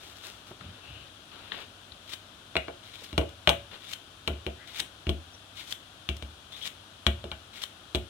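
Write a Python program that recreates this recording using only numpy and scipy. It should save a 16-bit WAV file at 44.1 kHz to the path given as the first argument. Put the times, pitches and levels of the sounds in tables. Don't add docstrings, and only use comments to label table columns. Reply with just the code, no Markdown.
import sys
import numpy as np
from scipy import signal
from scipy.fft import rfft, irfft
from scipy.io import wavfile

SR = 44100
rng = np.random.default_rng(int(sys.argv[2]) if len(sys.argv) > 2 else 0)


def dump(signal):
    limited = np.clip(np.atleast_2d(signal).T, -1, 1)
    pcm = np.round(limited * 32767).astype(np.int16)
    wavfile.write(sys.argv[1], SR, pcm)


N = 356769
TIME = np.arange(N) / SR
AGE = TIME[:SR // 2]

# break_s, swell_s (time constant), drag_db, juice_fizz_db, snap_db
CUTS = [(2.135, 0.032, -42.5, -42.5, -54), (3.051, 0.033, -59, -48, -59), (3.934, 0.026, -48, -39.5, -32),
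        (4.8012, 0.017, -42.5, -38, -24), (5.7245, 0.049, -60, -44.5, -29), (6.675, 0.034, -42, -40, -33),
        (7.637, 0.025, -40.5, -39.5, -29)]
# pitch_hz, density_db (per Hz)
FIZZ = [(1500, 4), (4000, 11.5), (6000, 7.5), (9000, 2.5), (12000, -2), (15500, -5)]


def undb(db):
    return 10 ** (np.asarray(db) / 20)


def unit(x):
    return x / np.sqrt(np.mean(x ** 2))


def burst(x, span_s):
    energy = np.sum(x ** 2, axis=-1, keepdims=True)
    return x / np.sqrt(energy / (span_s * SR))


def on_bins(points, size):
    hz, value = np.transpose(points)
    bin_hz = np.fft.rfftfreq(size, 1 / SR)
    return np.interp(np.log(bin_hz + 1), np.log(hz), value)


def colour(x, points, size=2048):
    cepstrum = irfft(np.log(undb(on_bins(points, size))))
    cepstrum[1:size // 2] *= 2
    cepstrum[size // 2 + 1:] = 0
    response = irfft(np.exp(rfft(cepstrum)))
    return signal.fftconvolve(np.atleast_2d(x), response[None], axes=-1)[:, :x.shape[-1]]


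def band(x, hz, kind, order=2):
    return signal.sosfilt(signal.butter(order, hz, kind, fs=SR, output="sos"), x)


def add(out, start_s, x):
    i = int(start_s * SR)
    out[:, i:i + x.shape[-1]] += x[..., :N - i]


def diffuse(size):
    # pitch_hz, correlation (no unit)
    likeness_points = [(100, 0.89), (300, 0.93), (700, 0.72), (1500, 0), (10000, 0)]
    likeness = np.clip(on_bins(likeness_points, size), -1, 1)
    mid, side = rfft(rng.standard_normal((2, size)))
    mid = mid * np.sqrt(1 + likeness)
    side = side * np.sqrt(1 - likeness)
    return unit(irfft([mid + side, mid - side], size))


def tray():
    # start_s, boom_db (floor), wall_db, wall_hz (pitch the blow favours), slap_db, slap_hz
    drops = [(2.5547, -46, -26.5, 585, -26.5, 2410), (2.5667, -44, -35.5, 570, -17, 2470),
             (2.6821, -57, -34.5, 520, -34.5, 1420), (3.129, -39, -40.5, 330, -37.5, 3080),
             (3.1787, -26.5, -22, 490, -19.5, 3120), (3.213, -41, -31.5, 440, -38, 2700),
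             (3.4737, -31, -20.5, 680, -12, 2550), (3.4920, -41, -22, 660, -13.5, 3230),
             (4.2757, -37.5, -32, 354, -22.5, 3020), (4.2795, -58, -45, 1200, -26.5, 1640),
             (4.301, -34.5, -36.5, 334, -54, 2900), (4.465, -37.5, -31.5, 475, -29.5, 2800),
             (5.0683, -29, -35, 354, -33, 2760), (5.0925, -29.5, -28, 350, -25.5, 3100),
             (6.0893, -32, -37, 367, -23.5, 2900), (6.224, -39, -43.5, 395, -36.5, 3160),
             (7.066, -25, -28, 383, -15, 2850), (7.2408, -43, -36, 344, -38, 3000),
             (7.3156, -45, -40.5, 1170, -30.5, 2670), (7.948, -30.5, -28, 378, -24, 3200),
             (7.9545, -46, -38, 590, -28, 3270)]
    # pitch_hz, level_db, t60_s
    boom_modes = [(65.8, 1, 0.4), (71.9, 23.5, 0.2), (82.1, -0.5, 0.6), (107, -1.5, 0.53)]
    # pitch_hz, level_db, t60_s
    thud_modes = [(142.5, -14, 0.17), (163, -5, 0.13), (220.1, -9, 0.17)]
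    # pitch_hz, level_db, t60_s
    wall_modes = [(304, -10, 0.096), (330, 3, 0.078), (362, 0.5, 0.15), (454, -26, 0.41), (506, -12, 0.14),
                  (565.6, -8, 0.4), (634, 6.5, 0.17), (672, 5.5, 0.2), (726, -1, 0.19), (839, 3, 0.17),
                  (1012, -4, 0.15), (1070, -5, 0.12), (1183, -11, 0.34), (1344, -27, 0.043),
                  (1524, 13.5, 0.035)]
    # pitch_hz, level_db, t60_s
    stiff_modes = [(1402, 1.5, 0.12), (1720, -6, 0.055), (1960, -1, 0.11), (2297, 9, 0.049),
                   (2425, 7.5, 0.027), (2720, 6, 0.025), (2810, -29, 0.044), (2860, 5.5, 0.11),
                   (3360, 15.5, 0.035)]
    # pitch_hz, density_db (per Hz)
    slap_colour = [(200, -30), (600, -14), (1100, 15), (1700, 3.5), (2400, 4), (3300, 7.5), (4200, 10),
                   (5000, -9.5), (8000, -17), (15000, -36)]
    boom_rise_s = 0.022
    out = np.zeros((2, N))
    lean = undb(np.array([[-1.3], [1.3]]))
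    for start_s, boom_db, wall_db, wall_hz, slap_db, slap_hz in drops:
        thud_db = (boom_db + wall_db) / 2 - 5
        spray_db = slap_db - 11.5 + 32 * np.log2(slap_hz / 2990)

        boom = ring(boom_modes, scatter_db=-1.0, spread_hz=740)
        boom = burst(boom * (1 - np.exp(-AGE / boom_rise_s)), 0.047)
        thud = burst(ring(thud_modes, scatter_db=4, spread_hz=3600), 0.016)

        squash = band(diffuse(len(AGE)) * np.exp(-AGE / 0.016), [200, 2000], "band")
        walls = burst(ring(wall_modes, scatter_db=2.8, spread_hz=930), 0.0058)
        walls = walls + undb(-9.5) * burst(squash, 0.084)
        walls = band(favour(walls, wall_hz, 0.9), 1.27 * wall_hz, "low")
        walls = burst(walls, 0.012)

        stiff = ring(stiff_modes, scatter_db=-1.0, spread_hz=1100)
        stiff = burst(favour(stiff, slap_hz, 1.55), 0.0084)
        slap = smack(slap_hz, decay_s=0.0016, width_hz=850, grit=0.6, broad=0.3, outline=slap_colour)
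        wet_face = undb(slap_db) * (slap + undb(-12.5) * stiff)
        wet_face = wet_face + undb(spray_db) * spray(decay_s=0.0053)

        add(out, start_s, undb(wall_db) * walls - undb(boom_db) * boom + undb(thud_db) * thud)
        add(out, start_s, lean * wet_face)
    return out


def ring(modes, scatter_db, spread_hz):
    hz, db, t60_s = np.transpose(modes)[:, :, None]
    gain = undb(db + scatter_db * rng.standard_normal(hz.shape))
    skew = np.minimum(hz / spread_hz, 1) * rng.standard_normal(hz.shape)
    detune = 1 + 0.0065 * rng.standard_normal(hz.shape)
    onset = 1 - np.exp(-AGE / 0.00025)
    waves = gain * np.exp((2j * np.pi * hz * detune - np.log(1000) / t60_s) * AGE) * onset
    return np.array([np.sum(waves * np.exp(1j * side * skew), axis=0).imag for side in (1, -1)])


def favour(x, hz, sharpness):
    return signal.lfilter(*signal.iirpeak(hz, sharpness, fs=SR), x)


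def smack(hz, decay_s, width_hz, grit, broad, outline):
    spatter = burst(rng.standard_normal((2, len(AGE))) * np.exp(-AGE / decay_s), 1 / SR)
    click = signal.unit_impulse(len(AGE), SR // 2000)
    push = click + grit * spatter
    pocket = signal.lfilter(*signal.iirpeak(hz, hz / width_hz, fs=SR), push)
    return burst(colour(pocket + broad * push, outline), 0.002)


def spray(decay_s):
    spit = rng.standard_normal((2, len(AGE))) * np.exp(-AGE / decay_s)
    return burst(colour(spit, FIZZ), 0.0029)


def knife():
    # start_s, length_s, level_db
    draws = [(2.83, 0.28, -55.5), (3.8, 0.11, -56), (4.67, 0.068, -52), (4.755, 0.011, -47),
             (5.55, 0.055, -47), (6.515, 0.061, -50.5), (6.635, 0.024, -55), (7.53, 0.038, -50.5)]
    # pitch_hz, density_db (per Hz)
    drag_colour = [(150, -17.5), (400, -21.5), (900, -16.5), (1700, -14), (2200, -7.5), (2600, -12),
                   (3100, -5.5), (3900, -5), (4800, -16.5), (7000, -31), (15000, -33)]
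    release_s = 0.0082
    drag_gain = rubbing(draws)
    fizz_gain = undb(-4.5) * drag_gain
    for break_s, swell_s, drag_db, fizz_db, _ in CUTS:
        force = np.exp(-np.maximum((break_s - TIME) / swell_s, (TIME - break_s) / release_s))
        drag_gain = drag_gain + undb(drag_db) * force
        fizz_gain = fizz_gain + undb(fizz_db) * force
    slips = undb(2.55 * unit(band(rng.standard_normal(N), 49, "low")))
    drag = unit(colour(crackle(rate_hz=1500, spread_db=2, hiss=0.5), drag_colour))
    fizz = unit(colour(crackle(rate_hz=5500, spread_db=0, hiss=1.8), FIZZ))
    return slips * (drag_gain * drag + fizz_gain * fizz)


def rubbing(rows):
    attack_s, release_s, sag_db_per_s = 0.0073, 0.024, -12
    gain = np.zeros(N)
    for start_s, length_s, level_db in rows:
        age = np.maximum(TIME - start_s, 0)
        hold = undb(level_db + sag_db_per_s * (np.minimum(age, length_s) - length_s / 2))
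        fade = np.exp(-np.maximum(age - length_s, 0) / release_s)
        gain += np.minimum(age / attack_s, 1) * hold * fade
    return gain


def crackle(rate_hz, spread_db, hiss):
    ruptures = rng.random(N) < rate_hz / SR
    sizes = undb(spread_db * np.minimum(rng.exponential(size=N), 4))
    grains = ruptures * rng.standard_normal(N) * sizes
    return unit(unit(grains) + hiss * rng.standard_normal((2, N)))


def snaps():
    # start_s, level_db, pitch_hz
    ticks = [(0.6098, -41.5, 1420), (1.5195, -28.5, 1900), (1.920, -39.5, 4400), (3.29, -50, 3450),
             (4.683, -45, 3200), (6.578, -45, 3000), (6.614, -39, 3400)]
    # start_s, level_db
    spits = [(3.291, -50), (6.167, -43.5)]
    # pitch_hz, density_db (per Hz)
    snap_colour = [(300, -47), (1200, 3), (2400, -2), (3100, 10), (4200, 4), (5500, -20), (8000, -24),
                   (15000, -18)]
    break_hz, break_decay_s = 3650, 0.002
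    out = np.zeros((2, N))
    for break_s, _, _, _, snap_db in CUTS:
        snap = smack(break_hz, break_decay_s, width_hz=760, grit=7.5, broad=0.023, outline=snap_colour)
        add(out, break_s, undb(snap_db) * (snap + undb(-4) * spray(break_decay_s)))
    for start_s, level_db, pitch_hz in ticks:
        tick = smack(pitch_hz, 0.0028, width_hz=1000, grit=6.7, broad=0.034, outline=snap_colour)
        add(out, start_s, undb(level_db) * tick)
    for start_s, level_db in spits:
        add(out, start_s, undb(level_db) * spray(decay_s=0.0038))
    return out


def squeaks():
    # start_s, length_s, level_db, start_hz, end_hz
    glides = [(0.787, 0.28, -54.5, 2727, 2864), (3.811, 0.11, -54, 3350, 3900),
              (4.575, .09, -52.5, 1600, 2090), (4.75, 0.05, -52, 2230, 2580),
              (5.324, 0.0436, -57, 5500, 5960), (6.515, 0.057, -46.5, 3440, 3730),
              (6.607, 0.055, -43, 3320, 3270)]
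    out = np.zeros((2, N))
    for start_s, length_s, level_db, start_hz, end_hz in glides:
        progress = np.clip(AGE / length_s, 0, 1)
        phase = 2 * np.pi * np.cumsum(start_hz + (end_hz - start_hz) * progress) / SR
        jitter = band(rng.standard_normal((2, len(AGE))), 210, "low")
        tone = unit(jitter[0] * np.sin(phase) + jitter[1] * np.cos(phase))
        add(out, start_s, undb(level_db) * np.sin(np.pi * progress) * tone)
    return out


def hands():
    # start_s, length_s, level_db
    pulls = [(0, 0.13, -55), (.15, 0.24, -58.5), (.228, 0.05, -49.5), (.46, 0.04, -56)]
    # start_s, length_s, level_db
    slides = [(.6, 0.2, -56.5), (.83, 0.26, -56.5), (1.31, 0.23, -53), (1.512, 0.11, -46),
              (3.708, 0.043, -48)]
    # start_s, level_db, length_s, corner_hz
    bumps = [(0.509, -41, 0.0094, 600), (0.602, -50, 0.051, 255), (0.643, -47.5, 0.064, 124),
             (.87, -50, 0.096, 120), (1.917, -55, 0.023, 150), (3.016, -51, 0.015, 610),
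             (4.808, -46.5, 0.02, 500)]
    # pitch_hz, density_db (per Hz)
    rub_colour = [(150, -5), (400, 1), (800, -3), (1400, -1.5), (2000, -7.5), (2800, -1.5), (3900, -2.5),
                  (5000, -13), (8000, -78), (15000, -66)]
    tearing, sliding = rubbing(pulls), rubbing(slides)
    rub = unit(colour(crackle(rate_hz=3000, spread_db=2.5, hiss=1), rub_colour))
    fibres = unit(colour(crackle(rate_hz=2600, spread_db=4.0, hiss=0.58), FIZZ))
    out = rub * (sliding + undb(-3) * tearing) + fibres * (tearing + undb(-13) * sliding)
    for start_s, level_db, length_s, corner_hz in bumps:
        thud = unit(band(rng.standard_normal(len(AGE)), [55, corner_hz], "band"))
        swell = 2 * AGE / length_s * np.exp(1 - 2 * AGE / length_s)
        add(out, start_s, undb(level_db) * thud * swell)
    return out


def room(x, low_db, mid_db, high_db, low_t60, mid_t60, high_t60):
    noise = diffuse(len(AGE)) * np.clip((AGE - 0.002) / 0.0026, 0, 1)
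    bands = [([130, 900], low_db, low_t60), ([900, 4500], mid_db, mid_t60), ([4500, 16000], high_db, high_t60)]
    tail = 0
    for edges_hz, level_db, t60_s in bands:
        decaying = burst(noise * np.exp(-np.log(1000) * AGE / t60_s), 1 / SR)
        tail = tail + undb(level_db) * band(decaying, edges_hz, "band")
    return x + signal.fftconvolve(x, tail, axes=-1)[:, :N]


def background(air_db, hum_hz, hum_db, hiss_db):
    # pitch_hz, density_db (per Hz)
    air_colour = [(25, -28), (50, -8), (98, -5), (170, -11.5), (300, -9), (480, -16), (640, -10),
                  (900, -14.5), (1450, -12.5), (2050, -22.5), (3300, -12.5), (4800, -21), (8800, -27.5),
                  (16000, -39.5)]
    air = unit(colour(diffuse(N), air_colour))
    hiss = unit(band(rng.standard_normal((2, N)), [9600, 10100], "band", order=1))
    hum = np.sin(2 * np.pi * hum_hz * TIME)
    return undb(air_db) * air + undb(hiss_db) * hiss + undb(hum_db) * hum


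def scene():
    near = tray() + knife() + snaps() + squeaks() + hands()
    near = np.array([np.roll(near[0], 3), near[1]])
    wet = room(near, low_db=-4.5, mid_db=-4.5, high_db=-5.5, low_t60=0.24, mid_t60=0.26, high_t60=0.24)
    return wet + background(air_db=-53, hum_hz=97.3, hum_db=-62.0, hiss_db=-71.5)


def record(dry):
    # pitch_hz, left_minus_right_db
    ports = [(200, 0), (380, 0), (520, -2.5), (850, 1.5), (1400, 11.5), (2200, 9.5), (2700, 12.5),
             (3600, 15), (4600, 6), (6400, 6.5), (8000, -5), (10000, -3.5), (13000, -3.5), (16000, -1)]
    top_hz = 15900
    left = colour(dry[0], [(hz, db / 2) for hz, db in ports])
    right = colour(dry[1], [(hz, -db / 2) for hz, db in ports])
    clipped = np.clip(np.vstack([left, right]), -1, 1)
    return signal.sosfilt(signal.ellip(8, 0.2, 70, top_hz, fs=SR, output="sos"), clipped)


dry = scene()
out = record(dry)
dump(out)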